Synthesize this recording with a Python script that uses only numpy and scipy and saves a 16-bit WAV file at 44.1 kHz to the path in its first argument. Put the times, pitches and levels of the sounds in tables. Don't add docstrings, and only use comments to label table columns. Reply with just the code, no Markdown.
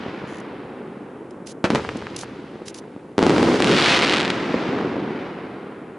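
import sys
import numpy as np
from scipy import signal
from scipy.fft import rfft, irfft
from scipy.io import wavfile

SR = 44100
rng = np.random.default_rng(int(sys.argv[2]) if len(sys.argv) > 2 else 0)


def store_pcm(level_fs):
    pcm = np.round(np.clip(level_fs, -1, 1) * 32767).astype(np.int16)
    wavfile.write(sys.argv[1], SR, np.atleast_2d(pcm).T)


N = 263718
TIME = np.arange(N) / SR

# start_s, level_db, edge_hz
SHELL_BURSTS = [(3.1810, 0, 4020), (3.1907, -1.5, 3620), (3.2206, -7, 3000), (3.2277, 0.5, 4250),
                (3.237, -3.5, 4220), (3.2662, 0.5, 4500), (3.2687, -9, 1800), (3.2961, -0.5, 4700),
                (3.3057, -2, 3860), (3.3371, -7, 2200), (3.3642, -4, 3000), (3.3819, -2.5, 5630),
                (3.4295, -2.5, 6650), (3.5183, -11, 1500), (3.5427, -10, 6500), (3.559, -11, 5540),
                (3.6034, -2, 6040)]
# start_s, thickest_s, end_s, snaps_per_s, level_db
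SPARK_SWARMS = [(1.74, 1.792, 2.45, 61, -26), (3.177, 3.35, 2.8, 110, -18), (3.658, 3.851, 4.33, 950, -4)]
# start_s, level_db
STAR_SNAPS = [(3.623, 1.5), (3.6446, 0), (3.673, -3), (4.1266, -5), (4.1376, -8), (4.1473, -5),
              (4.1622, -4), (4.1708, -3.5), (4.184, -10), (4.2027, -3), (4.2100, -5.5), (4.2185, -7),
              (4.2500, -6.5), (4.2557, -8), (4.3018, -5.5), (4.3039, -2.5)]
# frequency_hz, gain_db
CRACKLE_EQ = [(300, 3), (900, -3.5), (1700, -4), (2800, -1), (4200, 1), (6000, -3), (11000, -11)]
# start_s, level_db, push_ms, edge_hz, wet_db
MORTAR_SHOTS = [(1.642, -1.5, 1.64, 4000, 5.5), (1.7035, -2, 1.3, 4570, -3.5), (1.7493, -3, 1.54, 5950, 3)]
# delay_s, gain_db
MORTAR_SLAPS = [(.0031, -21), (.0052, -37), (0.017, -14.5), (0.0313, -17.5)]
# start_s, level_db, push_ms
QUAY_ECHOES = [(.0625, -20, 1.3), (.0810, -24, 3.3), (0.2397, -19, 1.6), (0.741, -39, 1.3),
               (1.7802, -15, 0.28), (1.7968, -18, 0.26), (1.8492, -15.5, 0.26), (1.8907, -10.5, 0.15),
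               (1.9570, -17, 1.6), (2.0231, -22, 0.26), (2.0691, -16, 0.17), (2.2341, -19.5, 0.26),
               (2.5564, -24.5, 1.14), (2.6190, -23.5, 0.81), (2.963, -22.5, 1.4), (4.495, -15, 1.1),
               (4.5422, -6, 0.86), (4.6885, -14, 1.5), (4.7450, -14.5, 1.1), (4.7880, -14, 0.23),
               (4.811, -17, .26), (4.9566, -19, 1.6), (4.9660, -14, 0.75), (5.106, -21, 1.2),
               (5.1202, -28, 1)]
# start_s, length_s, roll_db, hiss_db, far_send_db
VOLLEY_SENDS = [(1.673, .12, -22, -35.5, -27), (3.176, 0.38, -15.5, -29, -0.5),
                (3.614, .14, -16.5, -23, -19), (3.748, 0.22, -37, -27.5, 2.5)]
# delay_s, linger_s, roll_db, hiss_db
NEAR_BANKS = [(0, 0.024, -1, -5.5), (0.03, 0.56, -3.5, 2.5)]
# delay_s, linger_s, roll_db, hiss_db
FAR_SHORES = [(.72, 0.16, -11, -6), (1.29, 0.19, -8.5, -9.5)]
# frequency_hz, gain_db
ROLL_EQ = [(15, -65), (25, -36), (96, -15), (139, -7.5), (223, -2), (289, -1.5), (313, -1), (419, -3),
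           (517, -7), (560, -9.5), (628, -15), (957, -16.5), (1200, -23.5), (1560, -25.5), (2640, -120)]
# frequency_hz, gain_db
HISS_EQ = [(300, -33), (600, 3), (800, -0.5), (1300, 0.5), (2000, 0), (3000, -3.5), (5000, -9),
           (7000, -16.5), (11000, -26.5)]
# start_s, level_db
DEEP_BOOMS = [(1.7, -38), (3.19, -40)]
# frequency_hz, gain_db
BOOM_EQ = [(20, -22), (50, -7.5), (90, 2), (130, 6), (250, -24), (600, -78)]
# start_s, length_s, level_db
CLOTH_RUBS = [(1.454, 0.082, -44), (2.162, 0.089, -41.5), (2.65, 0.067, -45), (2.739, 0.069, -46.5)]
# centre_s, level_db
CLOTH_CATCHES = [(1.31, -52), (1.473, -40), (1.972, -41), (2.1657, -28), (2.191, -37), (2.212, -37),
                 (2.684, -33.5), (2.746, -38), (2.7876, -45)]
# frequency_hz, gain_db
CLOTH_EQ = [(800, -15), (2000, -0.5), (3600, 4.5), (5000, 6), (6400, 7.5), (8300, -1), (10300, 3.5),
            (11500, -8)]
# frequency_hz, likeness
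STEREO_LIKENESS = [(30, 1), (110, 1), (270, 1), (580, 0.95), (1200, 0.88), (2600, 0.9), (5500, 0.78),
                   (11000, 0.71)]


def shock_wave(push_ms, edge_hz, recoil, low_cut_hz=175, turn_hz=2100, size=2048):
    age = np.arange(size) / SR / (push_ms / 1000)
    wave = (1 - age) * ((1 - recoil) * np.exp(-age) + recoil * np.exp(-(age / 2) ** 4))
    jf = 1j * np.fft.rfftfreq(size, 1 / SR)
    air = 1 / (1 + jf / edge_hz) ** 2
    low_cut = jf ** 2 / (jf ** 2 + 2.12 * jf * low_cut_hz + low_cut_hz ** 2)
    turn = (turn_hz - jf) / (turn_hz + jf)
    wave = irfft(rfft(wave) * air * low_cut * turn)
    return wave / abs(wave).max()


def bangs(cues, recoil):
    out = np.zeros(N)
    for start, db, push_ms, edge_hz in cues:
        add(out, start, amp(db) * shock_wave(push_ms, edge_hz, recoil))
    return out


def shells(push_ms=1.05):
    cues = [(start, db, push_ms, edge_hz) for start, db, edge_hz in SHELL_BURSTS]
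    return scatter(bangs(cues, recoil=0.84), wet_db=-8, t60_s=0.15, bass_db=-10)


def stars(push_ms=0.12, edge_hz=5000, recoil=0.45, low_cut_hz=400, spread_db=3, thin_db=-1.5, sizes=5):
    crackle = np.zeros(N)
    for size in np.geomspace(0.75, 1.4, sizes):
        clicks = np.zeros(N)
        for start, thickest, end, per_s, db in SPARK_SWARMS:
            density = np.sin(np.pi / 2 * np.interp(TIME, [start, thickest, end], [0, 1, 0])) ** 2
            fired = rng.random(N) < density * per_s / sizes / SR
            snap_db = db + thin_db * (1.5 - density[fired])
            clicks[fired] += amp(snap_db - spread_db * rng.exponential(1, N)[fired])
        crackle += signal.oaconvolve(clicks, shock_wave(push_ms * size, edge_hz, recoil, low_cut_hz))[:N]
    snap = shock_wave(push_ms, edge_hz, recoil, low_cut_hz)
    for start, db in STAR_SNAPS:
        add(crackle, start, amp(db) * snap)
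    return scatter(equalise(crackle, CRACKLE_EQ), wet_db=-11, t60_s=0.07)


def mortars():
    out = np.zeros((2, N))
    for *shot, wet_db in MORTAR_SHOTS:
        thump = bangs([shot], recoil=0.79)
        slapped = thump.copy()
        for delay, db in MORTAR_SLAPS:
            add(slapped, delay, amp(db) * thump)
        out += scatter(slapped, wet_db, t60_s=0.076, bass_db=-12.5, treble_db=-1)
    return out


def scatter(direct, wet_db, t60_s, bass_db=0, treble_db=0, taps_per_s=4000, size=22050):
    t = TIME[:size]
    taps = rng.standard_normal((2, size)) * (rng.random((2, size)) < taps_per_s / SR)
    fade_in = np.clip(t / 0.0015 - 1, 0, 1)
    tail = stereo(*taps) * amp(-60 * t / t60_s) * fade_in
    tone = [(150, bass_db), (500, bass_db / 2), (2000, 0), (8000, treble_db)]
    tail = equalise(tail / np.linalg.norm(tail[0]), tone)
    return direct + amp(wet_db) * signal.fftconvolve(direct[None], tail, axes=1)[:, :N]


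def echoes(edge_at_1_ms_hz=930):
    cues = [(start, db, push_ms, edge_at_1_ms_hz / np.sqrt(push_ms)) for start, db, push_ms in QUAY_ECHOES]
    return scatter(bangs(cues, recoil=1), wet_db=-7, t60_s=0.021, bass_db=-14.5)


def bank_response(t, banks, levels_db):
    power = 0
    for (delay, linger, *_), db in zip(banks, levels_db):
        onset = np.clip((t - delay) / t[1] + 1, 0, 1)
        power += amp(db) ** 2 * onset * np.exp(-abs(t - delay) / linger) * t[1] / linger
    return power


def returned_power(t, loss_db_per_s, volley_db, near_db, far_db, ramp_s=0.031):
    near = bank_response(t, NEAR_BANKS, near_db)
    far = bank_response(t, FAR_SHORES, far_db)
    loss = amp(-np.outer(loss_db_per_s, t)) ** 2
    power = 0
    for (start, length, *_, far_send_db), db in zip(VOLLEY_SENDS, volley_db):
        sent = amp(db) ** 2 * np.clip(np.minimum(t - start, start + length - t) / ramp_s, 0, 1)
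        response = (near + amp(far_send_db) ** 2 * far) * loss
        power += signal.fftconvolve(sent[None], response, axes=1)
    return abs(power[:, :len(t)])


def harbour(air_db_per_khz_s=2.5, earlier_age_s=1.01):
    tables = (VOLLEY_SENDS, NEAR_BANKS, FAR_SHORES)
    roll_db, hiss_db = zip(*(np.transpose(table)[2:4] for table in tables))
    roll = evened(equalise(patter(per_s=1100, spread_db=0.91), ROLL_EQ))
    hz, t, hiss_bands = signal.stft(patter(per_s=4500, spread_db=1.87), SR, nperseg=256)
    air_db_per_s = air_db_per_khz_s * hz / 1000
    earlier_roll = amp(-32.5 - 3.5 * t)
    earlier_hiss = amp(-34.5 - 7 * t - np.outer(air_db_per_s, earlier_age_s + t))
    roll_level = np.sqrt(returned_power(t, 0, *roll_db)[0] + earlier_roll ** 2)
    hiss_level = np.sqrt(returned_power(t, air_db_per_s, *hiss_db) + earlier_hiss ** 2)
    tone = amp(curve_at(HISS_EQ, hz))[:, None]
    tone /= np.sqrt((tone[(hz > 1200) & (hz < 3000)] ** 2).sum() / len(hz))
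    hiss = signal.istft(hiss_bands * tone * hiss_level, SR, nperseg=256)[1][:, :N]
    return roll * np.interp(TIME, t, roll_level) + hiss


def booms(rise_s=0.019, decay_db_per_s=22):
    envelope = np.zeros(N)
    for start, db in DEEP_BOOMS:
        age = TIME - start
        envelope += np.clip(age / rise_s, 0, 1) * amp(db - decay_db_per_s * abs(age))
    rumble = equalise(stereo(*rng.standard_normal((2, N))), BOOM_EQ)
    return evened(rumble) * envelope


def creak(fibres, span_s=(0.266, 0.405), slips_per_s=(140, 50), level_db=(-49.5, -41.5), decay_s=0.0036):
    rate = np.interp(TIME, span_s, slips_per_s, left=0, right=0)
    slips = np.diff(np.floor(np.cumsum(rate) / SR), prepend=0)
    slips *= amp(np.interp(TIME, span_s, level_db))
    tick = fibres[:, :600] * np.exp(-TIME[:600] / decay_s)
    return signal.oaconvolve(slips[None], tick, axes=1)[:, :N]


def cloth(catch_s=0.0072, pan_db=0.9):
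    fibres = evened(equalise(patter(per_s=14000, spread_db=1.1), CLOTH_EQ))
    catches = [(centre - catch_s / 2, catch_s, db) for centre, db in CLOTH_CATCHES]
    envelope = np.zeros(N)
    for start, length, db in [*CLOTH_RUBS, *catches]:
        add(envelope, start, amp(db) * signal.windows.tukey(round(length * SR), 0.5))
    return (fibres * envelope + creak(fibres)) * amp([[-pan_db], [pan_db]])


def patter(per_s, spread_db):
    strength = amp(spread_db * np.minimum(rng.exponential(1, (2, N)), 4))
    polarity = rng.choice([-1, 1], (2, N))
    fired = rng.random((2, N)) < per_s / SR
    return evened(stereo(*(strength * polarity * fired)))


def stereo(a, b):
    size = len(a)
    likeness = curve_at(STEREO_LIKENESS, np.fft.rfftfreq(size, 1 / SR))
    mid = irfft(rfft(a) * np.sqrt((1 + likeness) / 2), size)
    side = irfft(rfft(b) * np.sqrt((1 - likeness) / 2), size)
    return np.array([mid + side, mid - side])


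def equalise(x, eq):
    size = x.shape[-1]
    return irfft(rfft(x) * amp(curve_at(eq, np.fft.rfftfreq(size, 1 / SR))), size)


def curve_at(points, hz):
    point_hz, value = np.transpose(points)
    return np.interp(np.log(hz + 1), np.log(point_hz + 1), value)


def amp(db):
    return 10 ** (np.asarray(db) / 20)


def evened(x):
    return x / np.sqrt(np.mean(x ** 2) + 1e-20)


def add(mix, start_s, sound):
    part = mix[max(round(start_s * SR), 0):][:len(sound)]
    part += sound[:len(part)]


def scene():
    floor = amp(-65.5) * stereo(*rng.standard_normal((2, N)))
    return mortars() + shells() + stars() + echoes() + harbour() + booms() + cloth() + floor


def record(dry, ceiling=0.66, cutoff_hz=11150):
    clipped = dry / (1 + (dry / ceiling) ** 4) ** (1 / 4)
    low_pass = signal.firwin(301, cutoff_hz, window=("kaiser", 8), fs=SR)
    return signal.oaconvolve(clipped, low_pass[None], "same", axes=1)


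dry = scene()
out = record(dry)
store_pcm(out)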